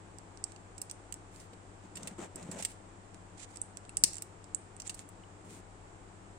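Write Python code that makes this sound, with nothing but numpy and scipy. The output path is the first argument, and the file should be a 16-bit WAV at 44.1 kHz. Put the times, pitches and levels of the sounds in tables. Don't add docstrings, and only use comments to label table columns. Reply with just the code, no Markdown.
import sys
import numpy as np
from scipy import signal
from scipy.fft import rfft, irfft
from scipy.io import wavfile
from scipy.ndimage import uniform_filter1d

SR = 44100
rng = np.random.default_rng(int(sys.argv[2]) if len(sys.argv) > 2 else 0)


def to_wav(sig):
    pcm = np.clip(np.atleast_2d(sig), -1, 1) * 32767
    pcm = np.round(pcm).astype(np.int16)
    wavfile.write(sys.argv[1], SR, pcm.T)


N = 281358
TIME_S = np.arange(N) / SR

# start_s, snap_db, knock_db, shell_db, edge_db, lean_db (left minus right), slip_s
CLICKS = [(.1852, -49.5, -17, -8, -21, -28, 0.00096), (.3733, -57.5, -10, 1, -34, -19, 0.00097),
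          (0.4401, -31.5, -30, -10, -40, -16, 0.0012), (0.5615, -57.5, -3, -3, -36, -20, 0.0024),
          (0.7796, -45.5, -18, -10.5, -24, -12, 0.0028), (.816, -37, -18.5, -9.5, -11, -6, 0.0016),
          (0.897, -47, -10.5, -3, -29, -7, 0.0028), (.912, -41, -14, -6.5, -16, -5, 0.00067),
          (1.124, -39, -12, -11, -16, -13, .0012), (1.141, -44, -20, -11, -18, -3, 0.00059),
          (1.4, -58, -20, -0.5, -19, -2, 0.0024), (1.5324, -62.5, 1.5, -3, -16, -4, 0.0041),
          (1.954, -43.5, -11, -9, -24, -6, 0.0093), (1.9697, -45.5, -3, -6, -14, -3, 0.0055),
          (2.031, -47, -9, -3.5, -19, -3, 0.0019), (2.0722, -41, -4.5, -7, -13, -3.5, 0.0062),
          (2.358, -42, -31, -14, -15, -8, 0.002), (2.427, -54, -10, -5, -19, -6, .003),
          (2.5128, -41, -13, -10, -19, -8, 0.0091), (2.624, -38.5, -11, -7, -18, -5, 0.0027),
          (2.634, -47, -10, -12, -12, -5, 0.0017), (2.649, -30, -9.5, -9.5, -15.5, -4.5, .0041),
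          (3.144, -56.5, -8, -6, -27, -6, 0.0012), (3.5591, -47.5, -15, -11, -26, -8, 0.0021),
          (3.571, -46.5, -16, -6, -23, -15, 0.00079), (3.616, -32.5, -34, -33, -49, -6, 0.00041),
          (3.7709, -43.5, -15.5, -7, -21, -12, 0.0013), (3.851, -59.5, -5, -8, -34, -11, .0015),
          (3.8932, -47, -12, -18, -40, 4.5, 0.0015), (3.9694, -27, -23, -14, -24, -5, 0.0021),
          (4.0375, -19.5, -14, -0.5, -8, 3, 0.00059), (4.133, -43.5, -14, -14, -18, -6, 0.00096),
          (4.1431, -44, -20, -18, -26, -20, 0.00071), (4.155, -45, -22, -13, -28, -18, 0.00074),
          (4.168, -42, -26, -17, -29, -19, 0.0011), (4.1825, -42.5, -16, -11, -25, -9, .0015),
          (4.2213, -39.5, -15, -9.5, -8, -4, 0.0019), (4.442, -54.5, -12, -6, -28, -6, 0.00047),
          (4.5469, -28.5, -32.5, -22.5, -41, -14.5, 0.0013), (4.7653, -51.5, -18, -17, -36, -7, .0012),
          (4.7997, -44, -12, -2, -18, -9, 0.003), (4.8192, -51.5, -9, 3, -18, -7, 0.00088),
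          (4.8695, -43.5, -26, -10, -30, -9, 0.0032), (4.8763, -39.5, -19, -17, -33, -15, 0.00067),
          (4.8942, -37.5, -6, -5, -18, -3.5, 0.006), (4.944, -46, -18, -9, -14, -3.5, 0.0036),
          (4.992, -46.5, -8, -10, -32, -6, 0.0016), (5.089, -54.5, -22, -18, -7, -1, 0.0032)]
# nominal_hz, relative_db
PLASTIC_MODES = [(2150, 2), (2720, 9.5), (3700, 2), (4760, -12.5), (5550, 7.5), (6400, 15), (7700, 16),
                 (8200, 12), (8680, 5), (9400, -5), (14700, 2)]
# low_hz, high_hz
REGISTERS = [(170, 1500), (1750, 4500), (4300, 6200), (6900, 9400), (10000, 15500)]
# centre_hz, width_hz
PORTS = [(9010, 680), (7300, 1800)]
# start_s, end_s
FIDGETS = [(.495, .525), (1.34, 1.37), (2.0, 2.03), (2.53, 2.62), (4.76, 5.0)]
# start_s, level_db, pitch_hz
PINGS = [(3.8934, -49, 2710), (3.97, -48, 2950), (5.2365, -50.5, 2950)]
# start_s, level_db, nominal_pitch_hz, t60_s
BUMPS = [(1.531, -32, 394, 0.039), (2.185, -32.5, 289, 0.16), (2.348, -38.5, 269, 0.14),
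         (2.489, -30, 383, .05), (2.594, -30, 646, 0.046), (4.038, -24.5, 250, 0.032),
         (5.505, -40, 336, 0.13)]
# start_s, end_s, judder_db, scrape_db
SHOVES = [(1.83, 1.875, -57, -59.5), (1.95, 2.119, -52.5, -54), (2.106, 2.145, -48.5, -57.5),
          (2.18, 2.275, -52, -45.5), (2.35, 2.442, -51.5, -52), (2.421, 2.531, -42.5, -56),
          (2.512, 2.607, -47.5, -49), (2.588, 2.635, -50, -52), (5.43, 5.614, -54, -67)]
# freq_hz, relative_db (per Hz)
SCRAPE_SPECTRUM = [(100, -26), (270, 7.5), (600, 15), (850, 9.5), (1200, 5), (2500, -1), (5000, -11),
                   (8000, 3.5), (10500, -21.5), (15000, -30)]
# middle_s, length_s, level_db, lean_db (left minus right)
RUBS = [(0.49, 0.079, -66, -15), (1.395, 0.17, -59, 0.5), (2.62, 0.12, -47, -2.5), (2.698, 0.098, -55, 0.5),
        (3.407, .08, -51, -6.5), (3.439, 0.036, -51, -9), (3.541, 0.13, -60.5, -3),
        (4.17, 0.067, -54.5, -3), (4.868, 0.048, -49.5, -4), (4.998, .07, -55.5, -1), (5.529, 0.19, -59, 1)]
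# freq_hz, relative_db (per Hz)
RUB_SPECTRUM = [(700, -16), (2000, 3.5), (4000, -1), (6000, -3), (8500, 0), (10500, -9), (15000, -16)]
# freq_hz, relative_db (per Hz)
FAN_SPECTRUM = [(80, -30), (125, -14), (180, -2), (225, -13), (300, -4.5), (560, -12), (780, -8.5),
                (1280, -15), (4300, -31), (6200, -31), (7700, -22), (9400, -31.5), (10500, -52),
                (15000, -66)]
# freq_hz, relative_db (per Hz)
RUMBLE_SPECTRUM = [(15, -10), (30, -1), (42, 4.5), (60, -9), (105, -25), (200, -66)]
# freq_hz, correlation (-1 to 1)
BACKGROUND_LIKENESS = [(150, 0.88), (380, 0.74), (950, -0.16), (6000, 0.032)]
# freq_hz, lean_db (left minus right)
BACKGROUND_LEAN = [(120, 4.5), (950, 2.5), (3770, 0), (7520, -6.5), (9500, 3.5)]
# pitch_hz, level_db
HUM_TONES = [(85.5, -68), (91.5, -69.5), (100, -59), (194, -72)]

RING_DB, RING_T60_S = -30, .0090
RATTLE_START_S, RATTLE_GAP_S, RATTLE_GROWTH, RATTLE_COUNT = 4.0402, .002, 2, 4
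JUDDER_HZ = 196.9
EDGE_HZ = 16300


def amp(db):
    return 10 ** (np.asarray(db) / 20)


def evened(x):
    return x / np.sqrt(np.mean(x ** 2) + 1e-30)


def read(points, hz):
    f, value = np.transpose(points)
    return np.interp(np.log(hz + 1), np.log(f + 1), value)


def add(mix, start_s, sound):
    part = mix[..., round(start_s * SR):][..., :sound.shape[-1]]
    part += sound[..., :part.shape[-1]]


def panned(lean_db):
    return evened(amp([[lean_db / 2], [-lean_db / 2]]))


def coloured(x, points):
    return evened(irfft(rfft(x) * amp(read(points, np.fft.rfftfreq(N, 1 / SR))), N))


def filtered(x, cutoff_hz, kind, order=4):
    return signal.sosfilt(signal.butter(order, cutoff_hz, kind, fs=SR, output="sos"), x)


def joints(gain_db=-7.0, desk_db=-9.5, room_db=-16.0, room_drying=0.41, desk_drying=0.19):
    direct, to_desk, to_room = np.zeros((3, 2, N))
    for start_s, snap_db, knock_db, shell_db, edge_db, lean_db, slip_s in CLICKS + rattle() + ticks():
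        sound = amp(gain_db) * click(snap_db, knock_db, shell_db, edge_db, lean_db, slip_s)
        add(direct, start_s, sound)
        add(to_desk, start_s, sound * amp(-desk_drying * abs(lean_db)))
        centred = sound / panned(lean_db)
        add(to_room, start_s, centred * amp(-room_drying * abs(lean_db)))
    return direct + amp(desk_db) * desk(to_desk) + amp(room_db) * room(to_room)


def click(snap_db, knock_db, shell_db, edge_db, lean_db, slip_s, rise_share=0.087, detune=0.032,
          dull_db=-17, lumpy=0.16, jolt=2.0):
    t = np.arange(SR // 25) / SR
    smoothed = uniform_filter1d(rng.standard_normal(len(t)), size=60)
    lumps = np.exp(lumpy * evened(smoothed))
    burst = rng.standard_normal((2, len(t))) * lumps * np.exp(-t / slip_s)
    burst[[0, 1], rng.integers(0, 16, 2)] += jolt
    burst *= 1 - np.exp(-t / (rise_share * slip_s))

    body = np.zeros((2, len(t)))
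    body[:, 0] = 1
    decay = np.exp(-np.log(1000) * t / RING_T60_S)
    for hz, db in PLASTIC_MODES:
        shifted_hz = hz * (1 + detune * rng.standard_normal())
        mode = decay * np.cos(2 * np.pi * shifted_hz * t)
        body += amp(RING_DB + db) * mode * (.5 + rng.random((2, 1)))
    ring = ports(signal.fftconvolve(burst, body, axes=1)[:, :len(t)])

    levels_db = (knock_db + dull_db, knock_db, shell_db, 0, edge_db)
    out = 0
    for band_hz, db in zip(REGISTERS, levels_db):
        part = filtered(ring, band_hz, "bandpass")
        out = out + amp(db) * np.array([evened(side) for side in part])
    return amp(snap_db) * panned(lean_db) * out


def rattle(first_db=-26, fall_db=8, knock_db=-12, shell_db=-4, edge_db=-17, slip_s=0.0022):
    rows, start_s = [], RATTLE_START_S
    for k, jitter in enumerate(rng.uniform(-1.3, 1, RATTLE_COUNT)):
        rows.append((start_s, first_db - fall_db * k, knock_db, shell_db, edge_db, 0, slip_s))
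        start_s += RATTLE_GAP_S * RATTLE_GROWTH ** k * (1 + .5 * jitter)
    return rows


def ticks(per_s=12, snap_db=-58, spread_db=3, knock_db=-8, shell_db=-6, edge_db=-22, lean_db=-9,
          slip_s=0.0015):
    rows = []
    for start_s, end_s in FIDGETS:
        count = max(1, round(per_s * (end_s - start_s)))
        for k, (when, size) in enumerate(rng.random((12, 2))[:count]):
            tick_s = start_s + (end_s - start_s) * (k + when) / count
            tick_db = snap_db + spread_db * (2 * size - 1)
            rows.append((tick_s, tick_db, knock_db, shell_db, edge_db, lean_db, slip_s))
    return rows


def ports(x, ring_db=10):
    rings = []
    for side, (hz, width_hz) in zip(x, PORTS):
        b, a = signal.iirpeak(hz, hz / width_hz, SR)
        rings.append(signal.lfilter(b, a, side))
    return x + amp(ring_db) * np.array(rings)


def desk(x, t60_s=0.036):
    t = np.arange(SR // 16) / SR
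    taps = rng.standard_normal((2, len(t))) * (t > .0015) * amp(-60 * t / t60_s)
    return signal.fftconvolve(x, taps / np.linalg.norm(taps[0]), axes=1)[:, :N]


def room(x, t60_s=0.34, treble_t60_s=0.11, gap_s=.003):
    t = np.arange(SR // 2) / SR
    kept = rng.random((2, len(t))) < .15
    taps = rng.standard_normal((2, len(t))) * kept * (t > gap_s)
    low = filtered(taps, 10000, "lowpass")
    high = filtered(taps, 10000, "highpass")
    tail = low * amp(-60 * t / t60_s) + high * amp(-60 * t / treble_t60_s)
    return signal.fftconvolve(x, tail / np.linalg.norm(tail[0]), axes=1)[:, :N]


def pings(t60_s=0.024, lean_db=-2):
    out, t = np.zeros(N), np.arange(SR // 25) / SR
    for start_s, db, hz in PINGS:
        add(out, start_s, amp(db - 60 * t / t60_s) * np.sin(2 * np.pi * hz * t))
    return out * panned(lean_db)


def bumps(lean_db=3, rise_s=0.0021, spread=0.25):
    out, t = np.zeros(N), np.arange(SR // 6) / SR
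    for start_s, db, hz, t60_s in BUMPS:
        offsets = np.linspace(-1, 1, 3) + rng.uniform(-0.37, 0.66, 3)
        modes_hz = hz * np.exp(spread * offsets)
        thud = np.sin(2 * np.pi * np.outer(t, modes_hz)).mean(1)
        soft_rise = 1 - np.exp(-t / rise_s)
        add(out, start_s, amp(db - 60 * t / t60_s) * thud * soft_rise)
    return out * panned(lean_db)


def drag(judder_gain_db=1, scrape_gain_db=1, rough=0.87, lean_db=2, apart=0.73, glide=0.19):
    judder_env, scrape_env, pitch_hz = np.zeros((3, N))
    for start_s, end_s, judder_db, scrape_db in SHOVES:
        speed = np.sqrt(np.hanning(int((end_s - start_s) * SR)))
        add(judder_env, start_s, amp(judder_db) * speed)
        add(scrape_env, start_s, amp(scrape_db) * np.sqrt(speed))
        pitch_hz[round(start_s * SR):][:len(speed)] = JUDDER_HZ * (1 - glide * (1 - speed))

    phase = 2 * np.pi * np.cumsum(pitch_hz) / SR
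    roughness = [(25, -4), (70, -4.5), (200, -26), (600, -75)]  # freq_hz, relative_db
    a, b = coloured(rng.standard_normal((2, N)), roughness)
    judder = evened((1 + rough * a) * np.cos(phase) + rough * b * np.sin(phase))
    judder = filtered(judder, 135, "highpass")

    slips = grains(per_s=5000, spread_db=0.0) * catches(depth_db=2, per_s=150)
    grit, side = coloured(slips, SCRAPE_SPECTRUM)
    scrape = evened(np.array([grit + apart * side, grit - apart * side]))
    judder = amp(judder_gain_db) * judder_env * judder
    scrape = amp(scrape_gain_db) * scrape_env * scrape
    return panned(lean_db) * (judder + scrape)


def rubs(edge_db=3, dulling=3.1):
    low_env, edge_env = np.zeros((2, 2, N))
    for middle_s, length_s, db, lean_db in RUBS:
        stroke = amp(db) * panned(lean_db) * np.sqrt(np.hanning(int(length_s * SR)))
        start_s = middle_s - length_s / 2
        add(low_env, start_s, stroke)
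        add(edge_env, start_s, stroke * amp(edge_db - dulling * abs(lean_db)))
    slips = grains(per_s=7000, spread_db=-3.5) * catches(depth_db=5.5, per_s=100)
    grit = evened(ports(coloured(slips, RUB_SPECTRUM), ring_db=8))
    low = signal.sosfiltfilt(signal.butter(6, 10000, fs=SR, output="sos"), grit)
    return low_env * low + edge_env * (grit - low)


def grains(per_s, spread_db):
    size_db = spread_db * np.minimum(rng.exponential(1, (2, N)), 4)
    size = amp(size_db) * rng.standard_normal((2, N))
    return size * (rng.random(N) < per_s / SR)


def catches(depth_db, per_s):
    knots_s = np.arange(0, TIME_S[-1] + 1, 1 / per_s)
    pressure = rng.uniform(-0.98, 1, 4096)[:len(knots_s)]
    return evened(amp(depth_db * np.interp(TIME_S, knots_s, pressure)))


def fan(wash_db=-55, rumble_db=-63):
    hz = np.fft.rfftfreq(N, 1 / SR)
    a, b = rfft(rng.standard_normal((2, N)))
    likeness = np.clip(read(BACKGROUND_LIKENESS, hz), -1, 1)
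    lean_db = read(BACKGROUND_LEAN, hz)
    left = a * amp(lean_db / 2)
    right = (likeness * a + np.sqrt(1 - likeness ** 2) * b) * amp(-lean_db / 2)
    pair = irfft([left, right], N)
    return amp(wash_db) * coloured(pair, FAN_SPECTRUM) + amp(rumble_db) * coloured(pair, RUMBLE_SPECTRUM)


def hum(waver_rad=0.26, lean_db=6.0):
    out = 0
    waver_spectrum = [(1, -22.5), (4, -18.5), (15, -34.0), (60, -100)]  # freq_hz, relative_db
    for hz, db in HUM_TONES:
        drift = coloured(rng.standard_normal(N), waver_spectrum)
        waver = waver_rad * hz / HUM_TONES[0][0] * drift
        tone = np.sin(2 * np.pi * (hz * TIME_S + rng.random()) + waver)
        out = out + amp(db) * np.sqrt(2) * tone
    return out * panned(lean_db)


def scene():
    return joints() + pings() + bumps() + drag() + rubs() + fan() + hum()


def record(dry):
    limited = .85 * np.tanh(dry / .85)
    lowpass = signal.firwin(255, EDGE_HZ, window=("kaiser", 9), fs=SR)
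    return signal.oaconvolve(limited, lowpass[None], "same")


dry = scene()
out = record(dry)
to_wav(out)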